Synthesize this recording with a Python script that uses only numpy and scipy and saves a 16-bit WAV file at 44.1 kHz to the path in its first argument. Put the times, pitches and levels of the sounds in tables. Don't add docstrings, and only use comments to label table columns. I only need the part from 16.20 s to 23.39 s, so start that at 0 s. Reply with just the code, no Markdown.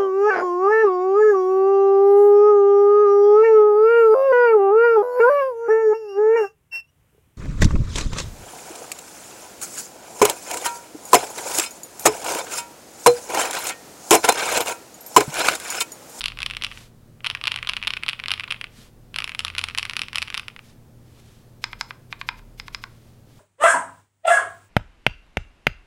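import sys
import numpy as np
from scipy import signal
from scipy.fft import rfft, irfft
from scipy.io import wavfile

SR = 44100
rng = np.random.default_rng(int(sys.argv[2]) if len(sys.argv) > 2 else 0)


def log_audio(samples):
    frames = np.atleast_2d(samples).T
    limited = np.clip(frames, -1, 1)
    pcm = np.round(limited * 32767).astype(np.int16)
    wavfile.write(sys.argv[1], SR, pcm)


N = 317079
SIZE = 4096
HZ = np.maximum(np.arange(SIZE // 2 + 1) * SR / SIZE, 1)
T = np.arange(N) / SR

# time in seconds, energy of the direct blow in dB, cap resonance in Hz.
LETTER_STROKES = [(.0086, -2, 3480), (0.0159, -4.5, 3540), (0.0406, 1, 3050), (0.0589, 4.5, 3060),
                  (.0826, -2, 3040), (.1202, -11, 2470), (.1732, -12, 2680), (0.1888, -5.5, 2510),
                  (0.2041, -7.5, 3540), (.2193, -4, 3020), (0.2301, 2, 2440), (0.263, 2.5, 2940),
                  (0.3001, -6.5, 2860), (.3098, -3, 2300), (.3496, -10.5, 2860), (0.3685, -1.5, 2520),
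                  (0.4225, -1.5, 3000), (0.4373, -0.5, 2650), (.4469, 3, 2760), (.4663, -6, 2700),
                  (0.5152, -11, 2000), (.5222, -14, 2580), (0.5745, -14.5, 2480), (1.006, -22, 2520),
                  (1.0453, -0.5, 2410), (1.0529, -4, 3020), (1.0636, .5, 2620), (1.0691, 3, 3000),
                  (1.1007, 1.5, 2970), (1.1115, -4, 2960), (1.1501, 0, 1990), (1.2133, -6.5, 2740),
                  (1.2396, 0, 3000), (1.2555, -2.5, 3180), (1.2721, 5, 3000), (1.279, 6, 2710),
                  (1.319, 3.5, 2800), (1.3418, -4, 2950), (1.3608, -0.5, 3040), (1.3749, -6.5, 2440),
                  (1.388, -6, 2470), (1.4283, -1.5, 2240), (1.4727, -.5, 3450), (1.4906, 1, 3250),
                  (1.4955, 5, 2580), (1.5352, -1, 3040), (1.5671, 1.5, 2780), (1.5723, -5.5, 2580),
                  (1.6271, -1.5, 2440), (1.6368, -5.5, 2360), (1.6725, 3.5, 3300), (1.6774, 5, 2840),
                  (1.7055, 1, 2900), (1.7366, 1, 2900), (1.7684, -4.5, 2100), (1.7718, -3.5, 2400),
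                  (1.835, 1, 2320), (1.8637, -6.5, 3830), (1.8825, 2.5, 3030), (1.889, 6, 2580),
                  (1.8958, 1, 3160), (1.932, -2.5, 2770), (1.9994, -3.5, 1990), (2.0384, -3.5, 2430),
                  (2.0593, -2.5, 2230), (2.0833, 0, 3600), (2.1064, 2, 3040), (2.117, 7, 2850),
                  (2.138, 1.5, 2830), (2.1974, -0.5, 2180), (2.2073, -6, 2300), (2.2403, -6, 2360),
                  (2.2815, -14.5, 3870), (2.306, -3, 2960), (2.3102, 2, 2800), (2.323, 2, 2970),
                  (2.4129, -3, 2150), (2.442, -4.5, 2230), (2.9432, -7.5, 2730), (2.9612, 0, 2720),
                  (2.987, 3, 2600), (3.0037, -3.5, 2720), (3.0218, -4, 2420), (3.0428, 1, 2710),
                  (3.077, -6, 2080), (3.094, -5, 2330), (3.1488, -4, 2270), (3.1926, 3.5, 2860),
                  (3.205, -5, 2790), (3.249, 3, 3500), (3.2814, -4, 2700), (3.3012, -8, 2380),
                  (3.351, -6.5, 2500), (3.3833, 4, 2920), (3.392, 1.5, 2700), (3.414, -6, 2780),
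                  (3.44, 3.5, 2830), (3.4863, -4.5, 2470), (3.4991, -10, 2210), (3.549, -3, 1830),
                  (3.5765, 1, 2700), (3.5851, 5.5, 2730), (3.595, -3.5, 2740), (3.6291, 1, 2400),
                  (3.653, -3, 1840), (3.697, -1, 2700), (3.71, -9, 2600), (3.7346, -5.5, 1740),
                  (3.767, 3, 2440), (3.7931, 0, 2650), (3.8177, 3, 2400), (3.8842, -9, 2430),
                  (3.9311, -7, 1750), (3.9576, 4, 2770), (3.9728, -5, 2660), (3.9832, 3.5, 2700),
                  (4.0195, -0.5, 2760), (4.0264, 2, 2440), (4.0816, -9, 2460), (4.1023, -6, 1840),
                  (4.1435, 0.5, 2470), (4.1492, -3, 2500), (4.177, 0.5, 2900), (4.1961, -3.5, 2630),
                  (4.2826, -5, 2320), (4.3634, -14, 2170), (4.3919, -14.5, 2270)]
# frequency in Hz, relative gain in dB.
CLACK_COLOUR = [(300, -11.5), (700, -9.5), (1150, -1.5), (1750, -7), (2600, -0.5), (4000, -5.5), (5500, -7),
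                (6300, -16), (8800, -12.5), (10200, -5), (11500, -17), (15500, -29.5)]
# start in seconds, end in seconds, base contact tick in dB, base case body in dB.
TYPING_BURSTS = [(0, .48, 2, 1), (1.05, 2.44, -3.5, 2), (2.949, 4.2, 3, 3.5)]
# time in seconds, energy of the direct blow in dB,
# case body in dB, contact tick in dB, metal ping relative to the plate modes in dB.
WIDE_STROKES = [(5.441, 4, 2.5, -1, 9.5), (5.5315, -6, 3.5, -17, 11), (5.611, 2.5, 8.5, 6.5, 7.5),
                (5.708, -6, 6.5, -18, 12), (5.927, -2.5, 1, -11, -13), (6.014, -3.5, 2.5, -8.5, -6),
                (6.089, 4.5, 3, -11, 10.5), (6.194, -24.5, 11, -14, -3), (6.399, -5, -0.5, -2.5, 13),
                (6.482, -10, 6, -2.5, -5), (6.5473, -1, 1, -0.5, 12.5), (6.639, -6, 6, -4, 8)]
# frequency in Hz, width in Hz, relative gain in dB.
PLATE_MODES = [(956, 130, -7), (1105, 240, -1), (1615, 210, 0.5), (2110, 190, 3.5), (2410, 150, 6),
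               (3710, 700, -3), (4260, 500, -4.5), (7200, 500, -9)]
# frequency in Hz, relative gain in dB.
SCRAPE_COLOUR = [(600, -22), (2500, -3), (4000, -6), (5300, -4.5), (7200, -12), (10500, -16), (12300, -8.5),
                 (14000, -31)]
# middle in seconds, length in seconds, mode in Hz, rms level at the middle in dB.
DESK_BOOMS = [(0.143, 1.8, 37.83, -45.5), (1.506, 0.89, 37, -51), (2.59, 0.036, 227, -44),
              (3.2, 4.3, 37.5, -55.5), (3.338, .55, 84.3, -46), (5.56, 0.32, 35.8, -48),
              (6.33, 1.2, 36, -46.5)]
# middle in seconds, length in seconds, mean peak level in dB.
SKIN_BRUSHES = [(0.585, 0.3, -49), (2.606, 0.25, -50.5), (4.475, 0.21, -58.5), (4.99, .08, -67),
                (5.056, 0.69, -60.5), (6.805, 0.62, -64), (7.155, 0.28, -61)]
# frequency in Hz, relative gain in dB.
BRUSH_COLOUR = [(300, -10), (1000, -3.5), (3500, -0.5), (7000, -6.5), (12000, -11), (16000, -28)]
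# frequency in Hz, mean rms level in dB.
HUM_TONES = [(118.2, -54.5), (157, -64), (226.1, -61.5)]
# frequency in Hz, relative density in dB.
AIR_COLOUR = [(30, -4.5), (52, -11.5), (85, -4), (125, -7.5), (250, -14), (490, -17.5), (950, -27.5),
              (2800, -36.5), (16000, -41)]

CAP_HZ, TICK_DB_PER_DB, BODY_DB_PER_DB, BODY_DB_PER_OCTAVE = 2660, 0.5, -0.28, 16
TICK_SPREAD_DB, BODY_SPREAD_DB = 0.86, 1
SOFT_PER_S, SOFT_DB, SOFT_RANGE_DB = 14, -11.5, 4
SOFT_HZ, SOFT_SPREAD_OCTAVES = 2400, 0.16
FIRM_DB, DOUBLE_SHARE, DOUBLE_LEAD_S, DOUBLE_DB = 2, 0.7, 0.00149, -7.5


def typing(rattle_db=-19, rattle_share=0.51, slide_db=-27, slide_s=0.01):
    out = np.zeros(N)
    for s, db, cap_hz in strokes():
        odds, lag, pitch = rng.random(3)
        body_db, tick_db = contact(s, db, cap_hz)
        gain = letter_gain(cap_hz, body_db, tick_db)
        add(out, s - slide_s, undb(db + slide_db) * slide(gain, slide_s))
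        blow = clack(gain, case_db=-11.5, case_t60=0.025)
        add(out, s, undb(db) * room(blow))
        if odds < rattle_share:
            loose_cap = letter_gain(2200 + 900 * pitch, body_db=4.0, tick_db=-19.0)
            rattle = undb(db / 2 + rattle_db) * unit(strike(loose_cap))
            add(out, s + 0.003 + 0.04 * lag, rattle)
    return out


def strokes():
    out = list(LETTER_STROKES)
    chances = rng.random((len(LETTER_STROKES), 2))
    for (s, db, cap_hz), (odds, lead) in zip(LETTER_STROKES, chances):
        if db > FIRM_DB and odds < DOUBLE_SHARE:
            out.append((s - DOUBLE_LEAD_S * (0.5 + lead), db + DOUBLE_DB, cap_hz))
    for start, end, *_ in TYPING_BURSTS:
        times = start + (np.arange(64) + rng.random(64)) / SOFT_PER_S
        for s, (force, pitch) in zip(times, rng.standard_normal((64, 2))):
            if s < end:
                soft_db = SOFT_DB + SOFT_RANGE_DB * np.tanh(force)
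                soft_hz = SOFT_HZ * 2 ** (SOFT_SPREAD_OCTAVES * pitch)
                out.append((s, soft_db, soft_hz))
    return out


def contact(s, db, cap_hz):
    nearest = min(TYPING_BURSTS, key=lambda burst: abs(s - (burst[0] + burst[1]) / 2))
    _, _, tick_db, body_db = nearest
    body_db += BODY_DB_PER_DB * db + BODY_DB_PER_OCTAVE * np.log2(cap_hz / CAP_HZ)
    body_db += BODY_SPREAD_DB * rng.standard_normal()
    tick_db += TICK_DB_PER_DB * db + TICK_SPREAD_DB * rng.standard_normal()
    return body_db, tick_db


def letter_gain(cap_hz, body_db, tick_db):
    cap = resonance(cap_hz, width_hz=1177)
    return colour(CLACK_COLOUR) * cap * touch(body_db, tick_db) * uneven(6.5)


def uneven(depth_db):
    ripple = np.interp(HZ / 520, np.arange(64), rng.uniform(-0.97, 1, 64))
    return undb(depth_db * np.tanh(HZ / 5000) * ripple)


def touch(body_db, tick_db):
    return colour([(1400, body_db), (2300, 0.0076), (3200, 0.0025), (5500, tick_db)])


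def slide(gain, length_s):
    count = int(length_s * SR)
    rub = rng.standard_normal(SIZE)[:count] * np.linspace(0.4, 1, count)
    return unit(signal.fftconvolve(rub, strike(gain)))


def clack(gain, case_db, case_t60):
    low_cut = 1 / np.sqrt(1 + (280 / HZ) ** 4)
    blow = unit(strike(gain * low_cut))
    dispersion = np.exp(-2j * np.arctan2(HZ * 4500, 6000 ** 2 - HZ ** 2))
    direct = irfft(rfft(blow) * dispersion)
    case_colour = strike(colour([(1300, 7.5), (2600, 1), (6000, 1)]))[:SIZE // 8]
    driven = signal.fftconvolve(direct, case_colour)
    case = signal.fftconvolve(driven, tail(case_t60, 0.0011, size=SIZE))[:SIZE]
    return direct + undb(case_db) * case


def wide_keys(slide_db=-22, slide_s=0.023, cap_hz=3300, cap_width_hz=3200, cap_db=-6):
    out = np.zeros(N)
    plate_power = sum((undb(db) * resonance(hz, width)) ** 2 for hz, width, db in PLATE_MODES)
    cap = undb(cap_db) * resonance(cap_hz, cap_width_hz)
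    ends = 1 / np.sqrt((1 + (700 / HZ) ** 6) * (1 + (HZ / 5600) ** 5))
    for s, db, body_db, tick_db, ping_db in WIDE_STROKES:
        ping = undb(ping_db) * resonance(5100, width_hz=137)
        modes = np.sqrt(plate_power + cap ** 2 + ping ** 2)
        gain = ends * modes * touch(body_db, tick_db)
        scrape_db = slide_db + 0.1 * (db + tick_db)
        add(out, s - slide_s, undb(scrape_db) * slide(colour(SCRAPE_COLOUR), slide_s))
        blow = clack(gain, case_db=-12.0, case_t60=0.018)
        add(out, s, undb(db) * room(blow))
    return out


def desk(thump_hz=84, thump_t60=1.0, thump_db=-57):
    out, t = np.zeros(N), T[:SR]
    thump = np.sin(2 * np.pi * thump_hz * t) * np.exp(-np.log(1000) * t / thump_t60)
    for s, db, _ in LETTER_STROKES:
        add(out, s, undb(db + thump_db) * thump)
    for s, length, hz, db in DESK_BOOMS:
        tone = np.sin(2 * np.pi * hz * T + 0.5 * walk(4.4))
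        out += np.sqrt(2) * undb(db) * swell(s, length) * tone
    return out


def hands():
    pressure = sum(undb(db) * swell(s, length) for s, length, db in SKIN_BRUSHES)
    grain = undb(1.5 * walk(100))
    return pressure * grain * noise(BRUSH_COLOUR)


def background(air_db=-51.5):
    out = undb(air_db + 0.22 * walk(4.0)) * noise(AIR_COLOUR)
    for hz, db in HUM_TONES:
        level = np.sqrt(2) * undb(db + 2 * walk(5))
        out += level * np.sin(2 * np.pi * hz * T + 1.8 * walk(4.4))
    return out


def room(x, wet_db=-16, t60=0.35):
    walls = strike(colour([(900, 5.0), (2400, -1.5), (5000, -1), (11000, -0.5)]))
    reflected = signal.fftconvolve(x, walls)
    wet = undb(wet_db) * signal.fftconvolve(reflected, tail(t60, 0.0056, size=SR // 3))
    return wet + np.pad(x, (0, len(wet) - len(x)))


def tail(t60, rise_s, size):
    t = np.arange(size) / SR
    build_up = 1 - np.exp(-(t / rise_s) ** 2)
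    decay = np.exp(-np.log(1000) * t / t60)
    return unit(rng.standard_normal(size) * build_up * decay)


def strike(gain):
    cepstrum = irfft(np.log(gain + 1e-6))
    cepstrum[1:SIZE // 2] *= 2
    cepstrum[SIZE // 2 + 1:] = 0
    return irfft(np.exp(rfft(cepstrum)))


def resonance(hz, width_hz):
    return 1 / np.sqrt(1 + ((HZ ** 2 - hz ** 2) / (HZ * width_hz)) ** 2)


def colour(points, hz=HZ):
    f, db = np.transpose(points)
    return undb(np.interp(np.log(hz), np.log(f), db))


def noise(points):
    hz = np.maximum(np.arange(N // 2 + 1) * SR / N, 1)
    x = irfft(rfft(rng.standard_normal(N)) * colour(points, hz), N)
    return x / x.std()


def swell(s, length):
    return np.cos(np.pi * np.clip((T - s) / length, -0.5, 0.5)) ** 2


def walk(rate):
    steps = rng.standard_normal(1024)
    return np.interp(T * rate, np.arange(len(steps)), steps)


def undb(db):
    return 10 ** (np.asarray(db) / 20)


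def unit(x):
    return x / np.sqrt(np.sum(x ** 2))


def add(out, s, x):
    i = int(np.clip(round(s * SR), 0, N - 1))
    out[i:i + len(x)] += x[:N - i]


def scene():
    return (typing() + wide_keys() + desk() + hands() + background())[None]


def record(dry):
    low_pass = signal.ellip(8, 0.2, 70, 16000, fs=SR, output="sos")
    return signal.sosfilt(low_pass, dry)


dry = scene()
out = record(dry)
log_audio(out)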